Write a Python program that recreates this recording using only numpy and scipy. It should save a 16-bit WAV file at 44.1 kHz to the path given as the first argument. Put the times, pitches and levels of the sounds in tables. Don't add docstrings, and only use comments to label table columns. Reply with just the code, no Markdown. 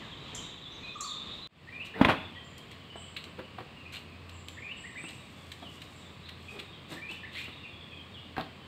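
import sys
import numpy as np
from scipy import signal
from scipy.fft import rfft, irfft, next_fast_len
from scipy.io import wavfile
from scipy.ndimage import map_coordinates

SR = 44100
rng = np.random.default_rng(int(sys.argv[2]) if len(sys.argv) > 2 else 0)


def pcm_store(signal):
    levels = np.round(np.clip(np.atleast_2d(signal), -1, 1) * 32767)
    wavfile.write(sys.argv[1], SR, levels.astype(np.int16).T)


N = 382343

CUT_S = 1.474
# f/Hz, level/dB
SNAP_EQ = [(3000, -12), (4800, 8.5), (6200, 3.5), (8000, 10), (10500, -8), (13500, 0), (16000, -20)]


def plank():
    # f/Hz, level/dB, t60/s
    modes = [(228.4, -18.5, 0.34), (260.6, 8, 0.033), (650, -0.5, 0.032), (1000, 8.5, 0.019),
             (1220, -3, 0.022), (2140, 0, 0.019), (3030, -38, 0.0177)]
    # t/s, level/dB, hardest-driven f/Hz
    blows = [(2.0112, -5, 282), (2.0476, -9.5, 1980), (2.068, -18, 300)]
    # t/s, rise/s, fall/s, level/dB
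    grinds = [(2.013, 0.0009, 0.13, -22.5), (2.048, 0.00056, 0.08, -16.5), (2.078, 0.015, 0.2, -19.5)]
    # f/Hz, level/dB
    grind_eq = [(35, -51), (60, -5), (236, -6), (475, -5.5), (829, -5.5), (3420, -15.5), (5710, -40),
                (15500, -50.5)]
    track, t = np.zeros(N), clock(SR // 3)
    for s, db, contact_hz in blows:
        for hz, mode_db, t60 in modes:
            drive = 1 / (1 + np.log2(hz / contact_hz) ** 2)
            swell = 1 - np.exp(-(t * hz / 1.03) ** 2)
            phase = 2 * np.pi * hz * t + 0.29 * wobble(260, len(t))
            add(track, s, amp(db + mode_db - 60 * t / t60) * drive * swell * np.sin(phase))
    for s, rise, fall, db in grinds:
        add(track, s, amp(db) * burst(rise, fall, grind_eq, grain_db=1.5))
    return scattered(track, t60=0.59, wet_db=-13, build_s=0.0051)


def walking():
    # t/s, rise/s, level/dB, ring f/Hz
    steps = [(1.93, 0.073, -37, 450), (2.955, 0.0025, -40, 646), (3.263, 0.0087, -48, 406),
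             (3.382, 0.011, -37.5, 510), (3.581, 0.0056, -37.5, 757), (3.602, 0.0034, -39, 500),
             (5.039, 0.0019, -39, 306), (5.62, 0.01, -43.5, 693), (6.5, 0.066, -48, 410),
             (6.9, 0.032, -41.5, 330), (7.09, 0.022, -47, 320), (7.475, 0.0093, -45.5, 273),
             (8.366, 0.00068, -33.5, 1595), (8.38, 0.001, -26.5, 745), (8.392, 0.0076, -34, 662)]
    # t/s, rise/s, crunch level/dB, snap level/dB
    scuffs = [(1.842, 0.017, -47.5, -58), (2.577, 0.0036, -54, -51), (2.701, 0.017, -49.5, -61.5),
              (3.16, 0.009, -35, -57), (3.238, 0.0034, -42, -53), (3.919, 0.022, -41.5, -53.5),
              (3.962, 0.0054, -39.5, -59), (4.292, .003, -46, -55), (4.484, 0.00088, -36, -46),
              (5.075, .02, -48, -56), (5.517, 0.002, -37, -48.5), (5.816, 0.0034, -40.5, -53.5),
              (6.287, 0.0048, -40, -58.5), (6.588, 0.0074, -37.5, -55.5), (6.88, 0.043, -47.5, -54.5),
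              (7.079, 0.033, -48, -58), (7.31, 0.066, -41.5, -57.5), (8.41, 0.00029, -33, -58)]
    track = clothes()
    for s, rise, db, ring_hz in steps:
        add(track, s, amp(db) * footfall(rise, ring_hz))
    for s, rise, crunch_db, snap_db in scuffs:
        add(track, s, grit(rise, crunch_db, snap_db))
    return scattered(track, t60=0.32, wet_db=-6, build_s=0.0039)


def footfall(rise, ring_hz):
    # f/Hz, level/dB
    thud_eq = [(60, -11), (220, 2), (800, -5), (1700, -9.5), (4200, -21.5), (6000, -43.5)]
    t, fall = clock(SR // 2), 0.044 + 3.6 * rise
    ring = rise_fall(t, rise, fall) * np.sin(2 * np.pi * ring_hz * t + .6 * wobble(170, len(t)))
    return amp(-0.5) * burst(rise, fall, thud_eq, grain_db=2) + ring


def grit(rise, crunch_db, snap_db):
    # f/Hz, level/dB
    crunch_eq = [(500, -28), (2800, 0.5), (4200, -1.5), (5700, -40), (9000, -33)]
    fall = 0.015 + 6.7 * rise
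    crunch = amp(crunch_db) * burst(rise, fall, crunch_eq, grain_db=4)
    return crunch + amp(snap_db) * burst(rise, fall, SNAP_EQ, grain_db=6.3)


def clothes():
    # t/s, length/s, level/dB
    swishes = [(4.704, 1.66, -69), (6.343, 0.37, -67.5)]
    swell = np.zeros(N)
    for s, length, db in swishes:
        add(swell, s, amp(db) * np.sin(np.linspace(0, np.pi, int(length * SR))))
    texture = amp(2.5 * wobble(25) + 3 * wobble(400))
    return swell * texture * coloured(rng.standard_normal(N), SNAP_EQ)


def yard_birds(whistles):
    # offset/s, length/s, start f/Hz, middle f/Hz, end f/Hz, level/dB
    phrase = [(0, 0.0262, 1940, 1834, 2220, -2.5), (0.046, 0.0705, 2290, 2428, 2430, -1.5),
              (0.12, 0.049, 2535, 2738, 3040, 2.5), (0.266, 0.031, 1953, 1836, 2350, -0.5),
              (.38, .075, 1600, 2330, 2450, -0.5), (0.47, 0.053, 2500, 2700, 3010, -3)]
    # t/s, level/dB
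    entries = [(1.671, -44.5), (4.568, -44.5), (6.964, -44.5)]
    song = [(s + offset, length, *pitches, db + note_db)
            for s, db in entries for offset, length, *pitches, note_db in phrase]
    near = notes(song, waver=.03)
    far = scattered(whistles + twitters(), t60=.8, wet_db=2, build_s=.003)
    return amp(-1) * scattered(near, t60=.8, wet_db=-1, build_s=.005) + amp(-2) * far


def twitters():
    # t/s, centre f/Hz, level/dB
    calls = [(2.425, 7250, -68.5), (2.949, 7890, -59.5), (4.30, 7450, -65.5), (4.454, 7270, -65),
             (4.755, 7860, -60), (4.962, 8020, -57), (5.925, 7600, -67.5)]
    length_s, trill_hz = 0.125, 27
    track, t = np.zeros(N), clock(int(length_s * SR))
    zigzag = 0.0437 * np.cos(2 * np.pi * trill_hz * t)
    sag = 0.0424 * (t / length_s - .5)
    for s, hz, db in calls:
        add(track, s, amp(db) * whistle(hz * (1 + zigzag - sag), waver=.025, flutter_db=3))
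    return track


def chips():
    # t/s, level/dB
    calls = [(.347, -42.5), (1.006, -40)]
    # f/Hz, level/dB
    rasp_eq = [(4200, -18.5), (7100, -1.5), (9000, -18.5), (15000, -35)]
    length_s, peak_hz, droop = .007, 7350, .31
    arch = 1 - droop * np.linspace(-1, 1, int(length_s * SR)) ** 2
    chip = 1.15 * burst(.004, .05, rasp_eq, grain_db=1)
    add(chip, 0, whistle(peak_hz * arch, waver=.01, flutter_db=1))
    track = np.zeros(N)
    for s, db in calls:
        add(track, s, amp(db) * chip)
    return scattered(track, t60=0.52, wet_db=2.5, build_s=.002)


def forest_birds(whistles):
    # t/s, length/s, start f/Hz, middle f/Hz, end f/Hz
    arcs = [(0.712, 0.074, 4940, 6480, 4360), (0.932, 0.071, 5000, 7100, 8250)]
    spacing_s, note_s, hz, stutter_db, arc_db = .046, 0.0366, 1162, -45.5, -66
    stutter = [(0.95 + k * spacing_s, note_s, hz * 1.12, hz, hz * .88, stutter_db) for k in range(3)]
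    calls = notes(stutter + [(*arc, arc_db) for arc in arcs], waver=.02)
    return scattered(calls + amp(-1.5) * whistles, t60=0.99, wet_db=0, build_s=0.0034)


def slurs():
    # t/s, length/s, middle f/Hz, slide/octaves, level/dB
    slides = [(0, 0.057, 1836, -.43, -53.5), (0.11, 0.04, 3250, -0.2, -51),
              (0.362, 0.046, 3130, -.12, -47.5), (0.616, 0.065, 3554, -0.24, -52),
              (0.82, 0.098, 2477, 0.11, -48), (1.01, 0.052, 4330, 0.33, -47),
              (1.059, 0.096, 3796, -0.51, -43.5), (1.129, 0.1, 3630, -0.091, -44.5),
              (1.408, 0.054, 4015, .08, -46.5), (2.35, 0.043, 1926, 0.044, -51.5),
              (2.883, 0.13, 2980, 0.064, -53), (3.76, 0.082, 2750, -0.14, -56.5),
              (3.846, 0.037, 2470, -.04, -51), (5.619, 0.073, 3086, -.25, -50.5),
              (6.228, 0.04, 3930, 0.25, -54.5), (6.48, 0.028, 2472, -0.052, -45),
              (6.724, 0.061, 3170, -.17, -57), (7.634, 0.03, 2595, -0.21, -46.5),
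              (7.918, 0.026, 2464, -0.026, -49.5), (8.138, 0.054, 3115, -0.3, -50)]
    onset_ratio = 1.0306
    rows = [(s, length, hz * 2 ** (-slide / 2) * onset_ratio, hz, hz * 2 ** (slide / 2), db)
            for s, length, hz, slide, db in slides]
    return notes(rows, waver=.02)


def chorus(course, spread):
    s, db, hz = np.transpose(course)
    spacing_s, note_s, bout_s, swing_db = .04, .05, .215, 8
    starts, chirps = np.arange(0, N / SR, spacing_s), []
    for start, (late, high) in zip(starts, rng.uniform(-1, 1, (len(starts), 2))):
        pitch = np.interp(start, s, hz) * np.exp(spread * high)
        glide = pitch * (1 + spread / 2), pitch, pitch * (1 - spread / 2)
        bout_db = swing_db * np.cos(2 * np.pi * start / bout_s)
        chirps.append((start + .02 * late, note_s, *glide, bout_db))
    wash = scattered(notes(chirps, waver=.02), t60=.7, wet_db=4, build_s=.006)
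    return amp(np.interp(clock(N), s, db)) * unit(wash)


def forest_bed():
    # f/Hz, level/dB
    air_eq = [(25, -5.5), (160, 0), (800, -13.5), (1100, -8.5), (1450, -17), (3500, -10.5), (5900, -35),
              (7400, -27.5), (9200, -44.5), (15000, -51)]
    # t/s, level/dB, centre f/Hz
    warble = [(0, -59.5, 3600), (.45, -49.5, 3570), (1.45, -48.5, 3627)]
    air = amp(-48 + 2.3 * wobble(5.9)) * coloured(rng.standard_normal(N), air_eq)
    whine = amp(-83) * np.sin(2 * np.pi * 14352 * clock(N))
    return air + whine + chorus(warble, spread=.105)


def yard_bed():
    # f/Hz, level/dB
    air_eq = [(25, -22), (85, -3.5), (150, -1), (400, -10.5), (900, -16.5), (1120, -11), (1400, -19.5),
              (2600, -14.5), (4500, -23), (5900, -39.5), (8000, -33.5), (10500, -49.5), (14000, -44.5)]
    # t/s, level/dB, centre f/Hz
    warble = [(1.9, -68, 3500), (2.25, -50, 3254), (2.7, -61, 3147), (4.1, -62, 2560), (4.6, -64.5, 3514),
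              (6.9, -60.5, 3565), (7.95, -53.5, 3445), (8.35, -63, 3300)]
    hum = np.sin(2 * np.pi * 86 * clock(N) + 0.72 * wobble(3.9)) * amp(-5 + 3.2 * wobble(2.5))
    air = coloured(rng.standard_normal(N), air_eq)
    return amp(-50.5) * (air + hum) + chorus(warble, spread=0.0752)


def notes(rows, waver):
    track = np.zeros(N)
    for s, length, start_hz, middle_hz, end_hz, db in rows:
        bend = np.polyfit([-1, 0, 1], [start_hz, middle_hz, end_hz], 2)
        pitch_hz = np.polyval(bend, np.linspace(-1, 1, int(length * SR)))
        add(track, s, amp(db) * whistle(pitch_hz, waver, flutter_db=3))
    return track


def whistle(pitch_hz, waver, flutter_db):
    count = len(pitch_hz)
    phase = 2 * np.pi * np.cumsum(pitch_hz * (1 + waver * wobble(300, count))) / SR
    envelope = signal.windows.tukey(count, .4) * amp(flutter_db * wobble(90, count))
    return unit(np.sin(phase) * envelope)


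def burst(rise, fall, eq, grain_db):
    t = clock(SR // 2)
    grains = rng.standard_normal(len(t)) * amp(grain_db * wobble(884, len(t)))
    envelope = rise_fall(t, rise, fall)
    return unit(coloured(grains, eq) * envelope) * np.sqrt(np.mean(envelope ** 2))


def scattered(x, t60, wet_db, build_s):
    t, out, hop = clock(SR), x.copy(), SR // 3
    for start in range(0, N, hop):
        tail = rng.standard_normal(SR) * amp(-60 * t / t60) * (1 - np.exp(-t / build_s))
        echoes = signal.fftconvolve(x[start:start + hop], tail / np.linalg.norm(tail))
        add(out, start / SR, amp(wet_db) * echoes)
    return out


def rise_fall(t, rise, fall):
    return np.minimum(t / rise, 1) * amp(-60 * np.maximum(t - rise, 0) / fall)


def coloured(x, eq):
    hz, db = np.transpose(eq)
    size = next_fast_len(len(x))
    gain = amp(np.interp(np.log(np.fft.rfftfreq(size, 1 / SR) + 1), np.log(hz), db))
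    return unit(irfft(rfft(x, size) * gain, size)[:len(x)])


def wobble(rate, count=N):
    return map_coordinates(rng.standard_normal(int(count * rate / SR) + 4), [clock(count) * rate])


def add(track, s, sound):
    part = track[max(0, round(s * SR)):][:len(sound)]
    part += sound[:len(part)]


def amp(db):
    return 10 ** (np.asarray(db) / 20)


def unit(x):
    return x / np.sqrt(np.mean(x ** 2) + 1e-20)


def clock(count):
    return np.arange(count) / SR


def scene():
    t, whistles, fade_s = clock(N), slurs(), 0.26
    in_forest = t < CUT_S
    fade_in = np.clip((t - CUT_S) / fade_s, 0, 1)
    yard = yard_bed() + yard_birds(whistles * ~in_forest) + plank() + walking()
    forest = chips() + forest_birds(whistles) + forest_bed()
    return (in_forest * forest + fade_in * yard)[None]


def record(dry):
    low_cut_hz, top_hz = 45, 15700
    thin = signal.sosfilt(signal.butter(2, low_cut_hz, "high", fs=SR, output="sos"), dry)
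    size = next_fast_len(N + SR // 2)
    passband = np.fft.rfftfreq(size, 1 / SR) < top_hz
    return irfft(rfft(thin, size) * passband, size)[:, :N]


dry = scene()
out = record(dry)
pcm_store(out)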